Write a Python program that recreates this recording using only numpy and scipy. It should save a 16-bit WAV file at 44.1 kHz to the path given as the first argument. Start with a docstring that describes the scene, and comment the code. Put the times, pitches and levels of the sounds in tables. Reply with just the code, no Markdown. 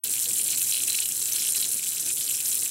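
"""A thin tap stream falls into a steel sink, heard from close above, with bright spatter over a fine hiss.
Spatter and bubbles are damped sines; the bubbles' pitch leaps upward. The hiss is shaped noise.
The floor drums faintly, a little to the left, as noise in its low modes; a few soft gurgles join it.
Basin walls and resonances colour the water; soft overload, a band limit and a stereo width by frequency follow."""
import sys
import numpy as np
from scipy import signal
from scipy.fft import rfft, irfft, next_fast_len
from scipy.io import wavfile
from scipy.ndimage import map_coordinates

SR = 44100
rng = np.random.default_rng(int(sys.argv[2]) if len(sys.argv) > 2 else 0)


def voltage_ratio(decibels):
    """Convert decibels (scalar or array-like) to amplitude ratios, 20 dB per decade."""
    exponent = np.asarray(decibels, float) / 20
    return 10 ** exponent


def wav_record(signal):
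    """Record a signal, one row per channel, as 16-bit PCM in the file named by sys.argv[1]."""
    frames = np.transpose(np.atleast_2d(signal))
    bounded = np.clip(frames, -1, 1)
    # unit amplitude maps onto the largest positive 16-bit level
    quanta = np.round(bounded * 32767).astype(np.int16)
    wavfile.write(sys.argv[1], SR, quanta)


N = 119070  # samples, 2.7 s


def unit(x):
    """Normalisation: scale to rms 1."""
    return x / np.sqrt(np.mean(x ** 2) + 1e-20)


def along(points, hz):
    """Spectral envelope: interpolate (Hz, value) points on a logarithmic frequency axis."""
    point_hz, value = np.transpose(points)
    return np.interp(np.log(hz + 1), np.log(point_hz + 1), value)


def curves(rows):
    """Temporal envelopes: one value per sample for each column after the time."""
    s, *columns = np.transpose(rows)
    return [np.interp(np.arange(N) / SR, s, column) for column in columns]


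def wobble(rate):
    """Random modulation: a smooth curve through `rate` random knots a second, 400 at most."""
    knots = rng.standard_normal(N // 100 + 4)
    return map_coordinates(knots, [np.arange(N) * min(rate, 400) / SR])


def filtered(x, response):
    """Linear filtering: multiply the spectrum by a complex response of frequency."""
    m = next_fast_len(N + 8192)  # room for the tail
    return irfft(rfft(x, m) * response(np.fft.rfftfreq(m, 1 / SR)), m)[..., :N]


def resonances(table, f):
    """Modal superposition: a causal sum of second-order resonators, rows of (Hz, width Hz, dB)."""
    return sum(voltage_ratio(db) * 1j * f * w / (c * c - f * f + 1j * f * w) for c, w, db in table)


def noise(spectrum, side_db, lean):
    """Partly coherent stereo noise of rms 1: a middle that may lean left and a weak unrelated side."""
    mid, side = filtered(rng.standard_normal((2, N)), spectrum)
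    side = voltage_ratio(side_db) * side + lean * mid
    return unit(np.array([mid + side, mid - side]))


def drops(s, db, hz, cycles, rise, width):
    """Damped oscillation: softly starting sines, hz at their peak, climb by rise x hz over a life."""
    u = np.arange(320) / SR * (hz / cycles)[:, None]  # time in lives
    phase = 2 * np.pi * cycles[:, None] * (u + rise * (u ** 2 / 2 - u / 3))
    alive = np.clip(5 - 10 * hz[:, None] * (1 + rise * u) / SR, 0, 1)  # fades before half the sample rate
    envelope = np.e * 3 * u * np.exp(-3 * u)  # peaks at 1 after a third of a life
    grain = voltage_ratio(db)[:, None] * envelope * np.sin(phase) * alive
    at = (np.round(s * SR).astype(int)[:, None] + np.arange(u.shape[1])).ravel()
    pan = width * rng.standard_normal(len(s))[:, None]
    return np.array([np.bincount(at, (grain * (1 + k * pan)).ravel(), N + SR)[:N] for k in (1, -1)])


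def swarm(count, hz, spread, cycles, rise, size_db, clump_db, clump_rate, width):
    """Statistical superposition: random drops of joint rms 1, scattered in size and coming in clumps."""
    s = rng.uniform(size=count)  # as a share of the scene
    pitch_z, cycles_z, size_z = np.clip(rng.standard_normal((3, count)), -2.5, 1.7)
    clump = clump_db * np.clip(wobble(clump_rate), -3, 1.3)[(s * N).astype(int)]
    pitch_hz = np.clip(hz * np.exp(spread * pitch_z), 300, SR / 2.5)
    cycles = cycles * np.exp(0.323 * cycles_z)
    return unit(drops(s * N / SR, size_db * size_z + clump, pitch_hz, cycles, rise, width))


# the stream: start_s [s], spatter level_db [dB], level_db of the top treble over it [dB]
STREAM = [(0.05, -30.5, -0.5), (0.07, -30, -7), (0.3, -26.5, -10), (1.23, -28, -8), (1.73, -26.5, -11.5),
          (1.75, -32.5, -2), (1.77, -26.5, -11), (1.8, -27.5, -27), (1.82, -29.5, -13), (2.68, -28, -6.5),
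          (2.7, -36, -10)]


def stream_levels():
    """Intensity envelope of the stream: levels of the spatter and of the top treble over it, in dB."""
    return curves(STREAM)


# bubbling in clusters with lulls between: start_s [s], level_db [dB]
BUBBLE_CLUSTERS = [(0.05, -34.5), (0.11, -38.5), (0.14, -36.5), (0.45, -41), (0.55, -31), (0.56, -42.5),
                   (0.71, -36), (0.73, -36.5), (0.88, -38), (0.9, -32), (0.92, -33.5), (0.95, -33.5),
                   (0.96, -44), (0.99, -30), (1.03, -36.5), (1.05, -48), (1.06, -38), (1.08, -40),
                   (1.4, -34), (1.54, -41), (1.55, -29), (1.6, -37.5), (1.63, -29.5), (1.68, -40.5),
                   (2.06, -39), (2.11, -36.5), (2.125, -50), (2.16, -55), (2.17, -39.5), (2.67, -39),
                   (2.7, -44)]


def bubbling_level():
    """Intensity envelope of the bubbling, in dB."""
    return curves(BUBBLE_CLUSTERS)[0]


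def surges():
    """Superposed fluctuations: level swings in dB at a slow, a middle and a fast rate."""
    return 0.09 * wobble(11.37) + 0.64 * wobble(60) + 1.75 * wobble(300)


# relative spectrum of the fine hiss: frequency_hz [Hz], level_db [dB per Hz]
HISS_SPECTRUM = [(410, -79), (700, -21), (1370, -16), (1500, -11.5), (2670, -18.5), (3690, -9), (4040, -12),
                 (4540, -17.5), (6620, -3), (7540, 0.5), (9280, 1), (15600, -10.5)]


def fine_hiss(spatter_db, bubble_db, surge_db):
    """Broadband noise in two bands: the upper follows the spatter, the lower partly the bubbling."""
    split_hz = 5500
    follows = 0.65  # share of the bubbling's swing in dB
    hiss = noise(lambda f: voltage_ratio(along(HISS_SPECTRUM, f)), side_db=-21, lean=0)
    low = filtered(hiss, lambda f: 1 / (1 + (f / split_hz) ** 6))
    low_db = follows * (bubble_db - bubble_db.mean()) - 36
    return voltage_ratio(surge_db) * (voltage_ratio(spatter_db - 9.5) * (hiss - low) + voltage_ratio(low_db) * low)


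def clicks(level_db):
    """Impulsive radiation: heavily damped bright drops last under two cycles a life on average."""
    return voltage_ratio(level_db - 6.5) * swarm(
        count=900, hz=10370, spread=0.23, cycles=1.84, rise=0.056,
        size_db=2.5, clump_db=1.5, clump_rate=120, width=0.075)


def spatter(level_db):
    """Superposed damped oscillations: many bright drops of widely scattered size."""
    return voltage_ratio(level_db - 6.5) * swarm(
        count=2600, hz=8400, spread=0.17, cycles=4.9, rise=0.22,
        size_db=4.5, clump_db=1.5, clump_rate=180, width=0.091)


def mist(level_db):
    """Dense superposition: the highest drops nearly merge into noise."""
    return voltage_ratio(level_db + 0.5) * swarm(
        count=4000, hz=12110, spread=0.15, cycles=4.6, rise=0.1,
        size_db=4, clump_db=2, clump_rate=150, width=0.2)


def crackle(level_db):
    """Clustered transients: mid-pitched rising drops in strong clumps."""
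    return voltage_ratio(level_db - 5) * swarm(
        count=1200, hz=4850, spread=0.221, cycles=5.35, rise=0.4,
        size_db=3, clump_db=3, clump_rate=80, width=0.073)


def bubbles(level_db):
    """Bubble oscillation: damped sines whose pitch climbs strongly as they die away."""
    return voltage_ratio(level_db - 9) * swarm(
        count=700, hz=3200, spread=0.162, cycles=6.3, rise=0.66,
        size_db=5, clump_db=0, clump_rate=40, width=0.1)


# low modes of the steel floor: frequency_hz [Hz], width_hz [Hz], relative level_db [dB]
STEEL_MODES = [(102.1, 3.4, 3.5), (119.1, 2.4, 8), (139, 6.2, -1), (193.7, 7.9, 0), (263, 10.5, -2.5),
               (297.7, 14, -4), (325.6, 3.7, 0.5), (409, 40, -5.5), (496, 8.7, -9), (695, 14.6, -11.5)]


def steel_ring():
    """Modal response: noise keeps the plate's low resonances murmuring."""
    return noise(lambda f: resonances(STEEL_MODES, f), side_db=-19, lean=0.21)


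# relative spectrum of the low rush: frequency_hz [Hz], level_db [dB per Hz]
RUSH_SPECTRUM = [(25, -30), (50, -9), (80, -2.5), (110, -3.5), (300, 0), (500, -7), (900, -24), (1400, -21),
                 (3000, -47)]


def low_rush():
    """Broadband flow noise: shaped low noise under the ringing."""
    return noise(lambda f: voltage_ratio(along(RUSH_SPECTRUM, f)), side_db=-17, lean=0.14)


# drumming of the basin floor: start_s [s], level_db [dB]
FLOOR_DRUM = [(0.05, -52.5), (0.11, -51), (0.23, -57), (0.28, -50.5), (0.33, -50), (0.36, -57),
              (0.4, -49.5), (0.73, -56), (0.82, -51), (1.01, -55), (1.68, -52.5), (1.72, -56), (1.75, -50),
              (1.81, -59.5), (2.02, -53.5), (2.52, -55), (2.63, -52), (2.7, -57.5)]


def basin_floor():
    """Forced vibration: the stream keeps the floor sounding, ring and rush under one level."""
    level_db = curves(FLOOR_DRUM)[0] + 0.22 * wobble(15.07)
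    return voltage_ratio(level_db) * (voltage_ratio(-1) * steel_ring() + voltage_ratio(-4.5) * low_rush())


# the sharpest spatter ticks: start_s [s], relative peak level_db [dB], pitch_hz [Hz]
SHARP_TICKS = [(0.074, -5.5, 7400), (0.097, -5, 9200), (0.126, -6, 7670), (0.1373, -5, 8400),
               (0.199, -3, 8000), (0.2914, -2.5, 8300), (0.334, -4, 9300), (0.341, -6, 7800),
               (0.44, -2, 9700), (0.4744, -8, 9430), (0.5216, -1, 9800), (0.56, -3, 8000),
               (0.705, -2.5, 8100), (0.837, 3, 8540), (0.8993, -7.5, 4170), (1.0033, -1, 7560),
               (1.0296, -15, 7640), (1.0585, -5, 7700), (1.09, -5, 7540), (1.1503, -5, 8900),
               (1.361, -3, 7740), (1.4646, -6, 9400), (1.4866, 0, 8400), (1.5356, -2, 7250),
               (1.6062, -2, 9300), (1.6433, -9, 3980), (1.7437, 1.5, 9200), (1.8415, -10, 8990),
               (1.9991, -8, 6840), (2.081, -9, 9250), (2.091, -7, 7500), (2.172, -7.5, 7350),
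               (2.2144, -12, 9600), (2.279, -12, 4600), (2.2937, -3, 9000), (2.3137, -3, 11500),
               (2.354, -8, 8970), (2.487, -1, 9500), (2.517, -1, 6800), (2.5302, -12, 4230),
               (2.5932, -11, 5200), (2.634, -0.5, 9300)]


def ticks():
    """Short damped oscillation: four cycles a life with hardly any pitch rise."""
    s, db, hz = np.transpose(SHARP_TICKS)
    return drops(s, db - 10, hz, cycles=np.full(len(s), 4.0), rise=0.027, width=0.073)


# the largest bubbles: start_s [s], relative peak level_db [dB], pitch_hz at the peak [Hz]
LARGE_BUBBLES = [(0.138, -23, 3200), (0.1801, -25, 2860), (0.2565, -19.5, 3040), (0.309, -27, 2650),
                 (0.357, -25, 3300), (0.3737, -30, 3200), (0.3962, -25, 2710), (0.4618, -26, 3240),
                 (0.4862, -23, 3250), (0.5302, -22, 2900), (0.5776, -28.5, 2960), (0.6145, -23.5, 3090),
                 (0.7228, -18.5, 3120), (0.7426, -20.5, 2960), (0.766, -22, 2960), (0.776, -26, 2680),
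                 (0.8027, -21.5, 2920), (0.8332, -23, 2970), (0.882, -24, 2690), (0.9448, -23, 2800),
                 (0.986, -22, 2500), (1.021, -22, 3200), (1.0563, -24, 3100), (1.1125, -28.5, 2720),
                 (1.258, -31, 2960), (1.287, -25, 3150), (1.3443, -32, 2950), (1.36, -20.5, 3200),
                 (1.385, -27, 2950), (1.4193, -28, 2510), (1.441, -22.5, 3350), (1.472, -23, 3050),
                 (1.488, -26, 2960), (1.533, -38, 3450), (1.5502, -28, 3000), (1.575, -34, 2660),
                 (1.603, -32, 2960), (1.6266, -22, 3090), (1.793, -30.5, 2600), (1.837, -27, 3280),
                 (1.8672, -26, 2920), (1.97, -28.5, 2550), (2.0307, -33, 2700), (2.0772, -29, 2900),
                 (2.1022, -25, 3000), (2.171, -27, 3350), (2.21, -23, 3500), (2.244, -31, 3400),
                 (2.2775, -28, 3250), (2.3072, -24, 2970), (2.403, -29, 2590), (2.5217, -39, 3250),
                 (2.6242, -30, 2540), (2.646, -41, 2740), (2.6604, -27.5, 2550)]


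def plops():
    """Rising bubble oscillation: after each large bubble comes a smaller, weaker and higher one."""
    after_s, after_loss_db, after_pitch_ratio = 0.008, 7, 1.15  # middle values, scattered below
    s, db, hz = np.transpose(LARGE_BUBBLES)
    delay_z, loss_z, pitch_z = rng.uniform(-1, 1, (3, len(s)))
    s = np.r_[s, s + after_s * (1 + delay_z / 2)]
    db = np.r_[db, db - after_loss_db * (1 + loss_z / 2)]
    hz = np.r_[hz, hz * after_pitch_ratio ** (1 + pitch_z)]
    cycles = 9.18 * voltage_ratio(0.89 * rng.standard_normal(len(s)))
    return drops(s, db - 3, hz, cycles, rise=0.72, width=0.13)


# soft low gurgles: start_s [s], peak level_db [dB], pitch_hz [Hz]
LOW_GURGLES = [(.265, -48.5, 494), (0.316, -51.5, 228), (1.27, -59, 626), (2.05, -51, 266)]


def gurgles():
    """Damped oscillation at fixed pitch: low sines swell and die, alike on both sides."""
    life_s = 0.046
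    total = np.zeros(N)
    for s, db, hz in LOW_GURGLES:
        u = np.clip(np.arange(N) / SR - s, 0, None) / life_s
        total += voltage_ratio(db) * 8 * u * np.exp(-3 * u) * np.sin(2 * np.pi * hz * life_s * u)
    return total


def walls(x):
    """Reverberation: short diffuse decay, with a fresh random tail for each stretch to keep the colour even."""
    t60_s = 0.045
    size = round(t60_s * SR)
    parts = np.pad(x, ((0, 0), (0, -N % size))).reshape(2, -1, size)
    tails = rng.standard_normal(parts.shape) * voltage_ratio(-60 * np.arange(size) / size)
    tails = tails / np.linalg.norm(tails, axis=2, keepdims=True)
    wet = np.pad(signal.fftconvolve(parts, tails, axes=2), ((0, 0), (0, 0), (0, 1)))
    early = wet[..., :size].reshape(2, -1)
    late = np.pad(wet[..., size:].reshape(2, -1), ((0, 0), (size, 0)))  # spills into the next stretch
    return early[:, :N] + late[:, :N]


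# resonances of basin and microphone: frequency_hz [Hz], width_hz [Hz], mean level_db over the plain sound [dB]
BASIN_MODES = [(2403, 400, 0.5), (2650, 102, -0.5), (2960, 48, 2.5), (3268, 30, 1), (5410, 500, -6),
               (6133, 65, 1), (7590, 630, -2), (9330, 700, -2), (11460, 370, -6.5)]
# strength of the pool's resonance: start_s [s], mean level_db over the plain sound [dB]
POOL_STRENGTH = [(0.05, 0.5), (0.9, 5), (1.64, 4), (1.7, 2), (2.7, -1)]


def basin_colour(plain):
    """Resonant colouring: each mode, and the pool under the stream, swells and fades as the water moves."""
    waver_db, waver_rate = 2, 12  # knots a second
    pool_hz, pool_width_hz = 4055, 152
    rings = [(mode, 0) for mode in BASIN_MODES]
    rings.append(((pool_hz, pool_width_hz, 0), curves(POOL_STRENGTH)[0]))
    coloured = plain.copy()
    for mode, strength_db in rings:
        swell_db = strength_db + waver_db * wobble(waver_rate)
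        coloured += voltage_ratio(swell_db) * filtered(plain, lambda f: resonances([mode], f))
    return coloured


def water():
    """Superposition of hiss and drops, with the basin's reverberation and resonance."""
    smallest_hz, echo_db = 2100, -8  # drops carry little under smallest_hz
    spatter_db, top_db = stream_levels()
    bubble_db = bubbling_level()
    surge_db = surges()
    bright_db = spatter_db + surge_db
    near = clicks(bright_db) + spatter(bright_db) + mist(bright_db + top_db)
    near = near + crackle(bubble_db + surge_db) + bubbles(bubble_db) + ticks() + plops()
    near = filtered(near, lambda f: (1j * f / (1j * f + smallest_hz)) ** 2)
    hiss = fine_hiss(spatter_db, bubble_db, surge_db)
    return basin_colour(hiss + near + voltage_ratio(echo_db) * walls(near))


def scene():
    """Superposition of water, floor and gurgles, from the moment the sound sets in."""
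    start_s, onset_s = 0.037, 0.00018
    onset = np.clip((np.arange(N) / SR - start_s) / onset_s, 0, 1)
    return (water() + basin_floor() + gurgles()) * onset


# stereo width by frequency, gain of the left-right difference: frequency_hz [Hz], level_db [dB]
SIDE_GAIN = [(60, 2.5), (300, -2), (600, -14), (4500, -36.5), (6000, -7.5), (10500, -5), (12000, -25)]


def overload_and_band(sound):
    """Saturation, band limiting and frequency-dependent stereo width."""
    ceiling, low_cut_hz, top_hz = 0.29, 36, 15790  # ceiling of the input's soft overload
    left, right = sound / (1 + np.abs(sound / ceiling) ** 3) ** (1 / 3)

    def response(f):
        band = (f < top_hz) * f ** 2 / (f ** 2 + low_cut_hz ** 2)
        return band * voltage_ratio([0 * f, along(SIDE_GAIN, f)])

    mid, side = filtered(np.array([left + right, left - right]) / 2, response)
    return np.array([mid + side, mid - side])


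def roll_off(x):
    """The treble ends steeply here."""
    return signal.sosfilt(signal.butter(12, 17020, fs=SR, output="sos"), x)


def record(dry):
    """Signal chain: the scene passes through soft overload, band limit and stereo width."""
    mix = overload_and_band(dry)
    return roll_off(mix)


dry = scene()
out = record(dry)
wav_record(out)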